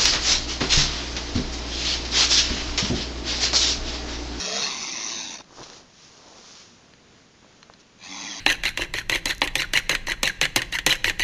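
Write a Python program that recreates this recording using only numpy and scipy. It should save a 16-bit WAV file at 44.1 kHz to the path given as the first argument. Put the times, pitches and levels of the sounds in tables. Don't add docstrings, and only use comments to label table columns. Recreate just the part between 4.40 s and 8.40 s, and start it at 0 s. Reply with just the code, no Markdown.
import sys
import numpy as np
from scipy import signal
from scipy.fft import rfft, irfft, next_fast_len
from scipy.io import wavfile
from scipy.ndimage import uniform_filter1d, map_coordinates

SR = 44100
rng = np.random.default_rng(int(sys.argv[2]) if len(sys.argv) > 2 else 0)


def generate_wav(signal):
    frames = np.transpose(np.atleast_2d(signal))
    scaled = np.clip(frames, -1, 1) * 32767
    pcm = np.round(scaled).astype(np.int16)
    wavfile.write(sys.argv[1], SR, pcm)


N = 176400


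def amp(db):
    return 10 ** (np.asarray(db) / 20)


def unit(x):
    return x / np.sqrt(np.mean(x ** 2) + 1e-20)


def along(points, hz):
    freqs, values = np.transpose(points)
    return np.interp(np.log(hz + 1), np.log(freqs + 1), values)


def curves(rows, t=np.arange(N) / SR):
    times, *columns = np.transpose(rows)
    return [np.interp(t, times, column) for column in columns]


def wobble(rate):
    return map_coordinates(rng.standard_normal(int(N * rate / SR) + 4), [np.arange(N) * rate / SR])


def phase_of(hz):
    return 2 * np.pi * np.cumsum(hz) / SR


def filtered(x, response):
    size = next_fast_len(N + SR // 2)
    return irfft(rfft(x, size) * response(np.fft.rfftfreq(size, 1 / SR)), size)[:N]


def coloured(x, spectrum):
    return unit(filtered(x, lambda hz: amp(along(spectrum, hz))))


def rush(spectrum):
    return coloured(rng.standard_normal(N), spectrum)


def grains(spectrum, per_s, spread_db, share):
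    hits = (rng.random(N) < per_s / SR) * rng.choice([-1, 1], N)
    strength = amp(spread_db * np.clip(rng.standard_normal(N), -2, 2))
    return unit(share * coloured(hits * strength, spectrum) + rush(spectrum))


def swells(rows):
    power, t = np.zeros(N), np.arange(N) / SR
    for peak_s, rise_s, fall_s, db in rows:
        width_s = np.where(t < peak_s, rise_s, fall_s)
        power += (amp(db) * np.exp(-((t - peak_s) / width_s) ** 2)) ** 2
    return np.sqrt(power)


def add(track, start_s, sound):
    part = track[round(start_s * SR):][:len(sound)]
    part += sound[:len(part)]


# freq_hz, level_db
AMBIENCE_SPECTRUM = [(20, -13), (210, -3), (651, -12.5), (950, -14), (6140, -18.5), (7080, -20),
                     (9200, -32)]

def pond_air(level_db=-54.5):
    return amp(level_db + 0.912 * wobble(7.598)) * rush(AMBIENCE_SPECTRUM)


# peak_s, rise_s, fall_s, level_db
WAVELET_SWELL = [(1.9, .1, .14, -57.5)]
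# time_s, pitch_hz
GURGLE_PITCH = [(1.82, 900), (1.98, 520)]

def wavelet(width_hz=520):
    phase = phase_of(curves(GURGLE_PITCH)[0])
    bubbling = wobble(width_hz) * np.cos(phase) + wobble(width_hz) * np.sin(phase)
    return swells(WAVELET_SWELL) * unit(bubbling)


# peak_s, rise_s, fall_s, level_db
SLOSH_SWELLS = [(1.009, 0.0174, 0.00564, -41.5), (1.15, 0.0665, 0.056, -51), (1.212, 0.0363, 0.0216, -40.5),
                (1.29, 0.08, 0.137, -49.5), (1.9, 0.224, 0.35, -54), (3.05, 0.0275, 0.119, -62.5)]
# freq_hz, level_db
WATER_SPECTRUM = [(50, -3.5), (120, -8.5), (300, 1), (550, -0.5), (1100, -2), (1700, -11), (3000, -30.5)]

def shallows():
    return swells(SLOSH_SWELLS) * grains(WATER_SPECTRUM, per_s=220, spread_db=2.5, share=1.12)


def paw_fall(peak_s=1.21, width_s=.018, level_db=-48, corner_hz=130):
    thud = unit(filtered(rng.standard_normal(N), lambda hz: hz / (1 + (hz / corner_hz) ** 4)))
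    return swells([(peak_s, width_s, width_s, level_db)]) * thud


# peak_s, rise_s, fall_s, level_db
REED_STROKES = [(1.245, 0.1125, 0.086, -46), (1.36, 0.0506, 0.06, -47), (1.65, 0.0983, 0.049, -50.5),
                (1.92, 0.4, 0.23, -52), (2.11, 0.144, 0.2135, -48), (2.21, 0.062, 0.019, -50),
                (3.408, 0.01, 0.00935, -52)]
# freq_hz, level_db
REED_SPECTRUM = [(530, -28), (1140, -5), (1810, -8), (5810, 1.5), (7080, -4.5), (9200, -17.5)]

def reeds():
    return swells(REED_STROKES) * grains(REED_SPECTRUM, per_s=450, spread_db=4, share=.6)


# start_s, peak_db, pitch_hz
BUBBLES = [(1.136, -44, 1300), (1.206, -35.5, 743), (1.216, -32, 977), (1.266, -33, 650), (3.028, -41, 760),
           (3.047, -43, 900), (3.2994, -29.5, 900)]

def plops(t60_s=0.0026, onset_s=0.00103, splash_share=.17, splash_t60_s=0.0293):
    out, t = np.zeros(N), np.arange(SR // 20) / SR
    for start_s, db, hz in BUBBLES:
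        bubble = (1 - np.exp(-t / onset_s)) * amp(-60 * t / t60_s) * np.sin(2 * np.pi * hz * t)
        splash = splash_share * amp(-60 * t / splash_t60_s) * rush(WATER_SPECTRUM)[:len(t)]
        add(out, start_s, amp(db) * (bubble / np.abs(bubble).max() + splash))
    return out


# start_s, peak_db, tilt_db_per_octave
STEM_TICKS = [(1.043, -40, 4.5), (1.2327, -31, 7), (1.238, -29.5, 6), (1.3, -32, 4.5), (1.333, -32, 4),
              (2.537, -36.5, -0.5), (3.2296, -30, -3), (3.3376, -31, 2.5)]
# pitch_hz, level_db, t60_s
STEM_MODES = [(1834, 5.7, 0.0122), (3026, -3, 0.012), (4150, 6, 0.027), (5820, 3.3, 0.0082)]
# freq_hz, level_db
CRACK_SPECTRUM = [(400, -18.5), (1500, 3), (6200, -2), (7200, -20.5), (9000, -17.5)]

def stems(crack_t60_s=.011):
    out, t = np.zeros(N), np.arange(SR // 20) / SR
    for start_s, db, tilt in STEM_TICKS:
        bright_db = lambda hz: tilt * np.log2(hz / STEM_MODES[0][0])
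        ring = sum(amp(level + bright_db(hz) - 60 * t / t60_s) * np.sin(2 * np.pi * hz * t)
                   for hz, level, t60_s in STEM_MODES)
        noise = rush([(hz, level + bright_db(hz)) for hz, level in CRACK_SPECTRUM])[:len(t)]
        tick = unit(ring) + unit(amp(-60 * t / crack_t60_s) * noise)
        add(out, start_s, amp(db) * tick / np.abs(tick).max())
    return out


# time_s, lower_hz, upper_hz, level_db
WINDPIPE_HUM = [(0, 172, 402, -15), (.18, 198, 452, -13.5), (.3, 178.7, 395, -22.5),
                (.5, 261.8, 345.1, -19.5), (.95, 239.2, 303, -17), (3.65, 197.3, 278.5, -25.5),
                (3.7, 195.3, 284.8, -9.5), (4, 200.4, 292.4, -18)]

def windpipe(waver=.04, flicker_db=2, wobbles_per_s=70, upper_db=2):
    def tone(hz):
        phase = phase_of(hz * (1 + waver * wobble(wobbles_per_s)))
        return np.sin(phase) * amp(flicker_db * wobble(wobbles_per_s))

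    lower_hz, upper_hz, db = curves(WINDPIPE_HUM)
    return amp(db) * unit(tone(lower_hz) + amp(upper_db) * tone(upper_hz))


# wide_hz, narrow_hz, second_hz, width_hz, wide_db, narrow_db, second_db
THROAT_RESONANCES = [(700, 740, 743, 240, -6, -7, -2.5), (1092, 1039, 1060, 96, -0.5, -7, -1.5),
                     (1888, 2226, 2040, 250, -4, -3.5, -3), (2600, 2668, 2502, 200, -2, 0.5, 2),
                     (3264, 3430, 3362, 154.5, -1.5, -6, 1.5), (3839, 3715, 3920, 160, 3, 0, 3),
                     (4470, 4442, 4800, 228, -1.5, 1, -1), (5044, 5517, 5460, 130, -1, 1, 0),
                     (5590, 5920, 5896, 204, 9, 2.5, -0.5), (6217, 6172, 6193, 189.5, 1.5, 4, 6.5)]
# time_s, narrowing (0 wide, 1 narrow)
BILL_NARROWING = [(.15, 0), (.35, 0.646), (.85, 0.944)]
# time_s, pitch_hz, level_db
BILL_EDGE = [(.12, 3960, -19), (.23, 4346, 4.5), (.34, 3960, -7.5), (.58, 4126, -7.5), (.72, 3960, 8.5),
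             (.93, 3745, 6), (.99, 3590, -8.5)]
# freq_hz, level_db
BREATH_SPECTRUM = [(80, -46), (200, -5), (600, -12), (1400, -11.5), (2500, -10), (3050, -17), (4700, -5),
                   (6500, -6), (7100, -11.5), (7800, -19)]
# time_s, gain_db
TREBLE_GAIN = [(0, -1), (.25, -5.5), (.66, 3.5), (.93, -2.5), (3.63, -9), (3.72, -1.5)]

def throat(edge_width_ratio=.038, treble_hz=5720, treble_width_hz=750, eddy_db=3):
    frames = dict(nperseg=1024, noverlap=768)
    hz, t, turbulence = signal.stft(rng.standard_normal(N), SR, **frames)
    hz = hz[:, None]
    resonance = lambda centre, width, db: amp(db) ** 2 / (1 + ((hz - centre) / width) ** 2) ** 2
    narrowing = curves(BILL_NARROWING, t)[0]
    in_first = t < SECOND_HISS[0][0]
    power = amp(along(BREATH_SPECTRUM, hz)) ** 2
    for wide_hz, narrow_hz, second_hz, width_hz, wide_db, narrow_db, second_db in THROAT_RESONANCES:
        centre_hz = np.where(in_first, wide_hz + (narrow_hz - wide_hz) * narrowing, second_hz)
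        db = np.where(in_first, wide_db + (narrow_db - wide_db) * narrowing, second_db)
        power = power + resonance(centre_hz, width_hz, db)
    edge_hz, edge_db = curves(BILL_EDGE, t)
    power += resonance(edge_hz, edge_width_ratio * edge_hz, edge_db)
    treble_band = np.exp(-((hz - treble_hz) / treble_width_hz) ** 2)
    gain = np.sqrt(power) * amp(curves(TREBLE_GAIN, t)[0] * treble_band)
    gain /= np.sqrt(np.mean(gain ** 2, axis=0))
    eddies = uniform_filter1d(rng.standard_normal(turbulence.shape), size=3, axis=0)
    eddies = unit(uniform_filter1d(eddies, size=12, axis=1))
    _, hiss = signal.istft(turbulence * gain * amp(eddy_db * eddies), SR, **frames)
    return unit(hiss[:N])


# time_s, posture (0 lunging, about 1 drawn back)
HEAD_POSTURE = [(.12, 0.017), (.22, 0.35), (.3, 1.16), (.42, 1.324), (.58, 1.115), (.9, 0.647), (3.63, .6),
                (3.72, 1.182), (4, 0.981)]

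def with_water_reflection(hiss, lunging_ms=1.6005, back_ms=0.9985, share=.4, cutoff_hz=3300):
    lag_ms = lunging_ms + (back_ms - lunging_ms) * curves(HEAD_POSTURE)[0]
    dull = filtered(hiss, lambda hz: 1 / (1 + (hz / cutoff_hz) ** 4))
    reflection = map_coordinates(dull, [np.arange(N) - lag_ms * SR / 1000])
    return hiss + share * reflection


# time_s, level_db
FIRST_HISS = [(0, -28), (.13, -27.5), (.225, -25.5), (.34, -29.5), (.56, -31.5), (.72, -30), (.945, -35.5),
              (.98, -44), (1.01, -43.5), (1.022, -54.5)]
SECOND_HISS = [(3.585, -59.5), (3.62, -46.5), (3.655, -37.5), (3.675, -41), (3.72, -37), (3.85, -34),
               (4, -35)]
# time_s, rate_hz
FLUTTER_RATE = [(.45, 140), (.6, 108), (.86, 112), (1.02, 55), (3.6, 85), (3.8, 112)]

def swan(flutter_depth=.33, jitter=.08, sputter_hz=100):
    t = np.arange(N) / SR
    effort = sum(amp(curves(rows)[0]) * (t >= rows[0][0]) * (t <= rows[-1][0])
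                 for rows in (FIRST_HISS, SECOND_HISS))
    rate_hz = curves(FLUTTER_RATE)[0] * (1 + jitter * wobble(60))
    depth = flutter_depth * np.maximum(1, sputter_hz / rate_hz)
    pulses = np.exp(depth * np.cos(phase_of(rate_hz)))
    flutter = unit(pulses * amp(0.57 * wobble(70)))
    hiss = unit(with_water_reflection(throat() * flutter))
    return effort * (hiss + windpipe())


def scene():
    return (pond_air() + swan() + reeds() + shallows() + paw_fall() + wavelet() + stems() + plops())[None]


# freq_hz, gain_db
MIC_RESPONSE = [(6900, 0.5), (7350, -7.5), (8050, -24), (9000, -5.5), (9800, -14)]

def record(dry):
    top_hz = 10000
    return filtered(dry[0], lambda hz: amp(along(MIC_RESPONSE, hz)) * (hz < top_hz))[None]


dry = scene()
out = record(dry)
generate_wav(out)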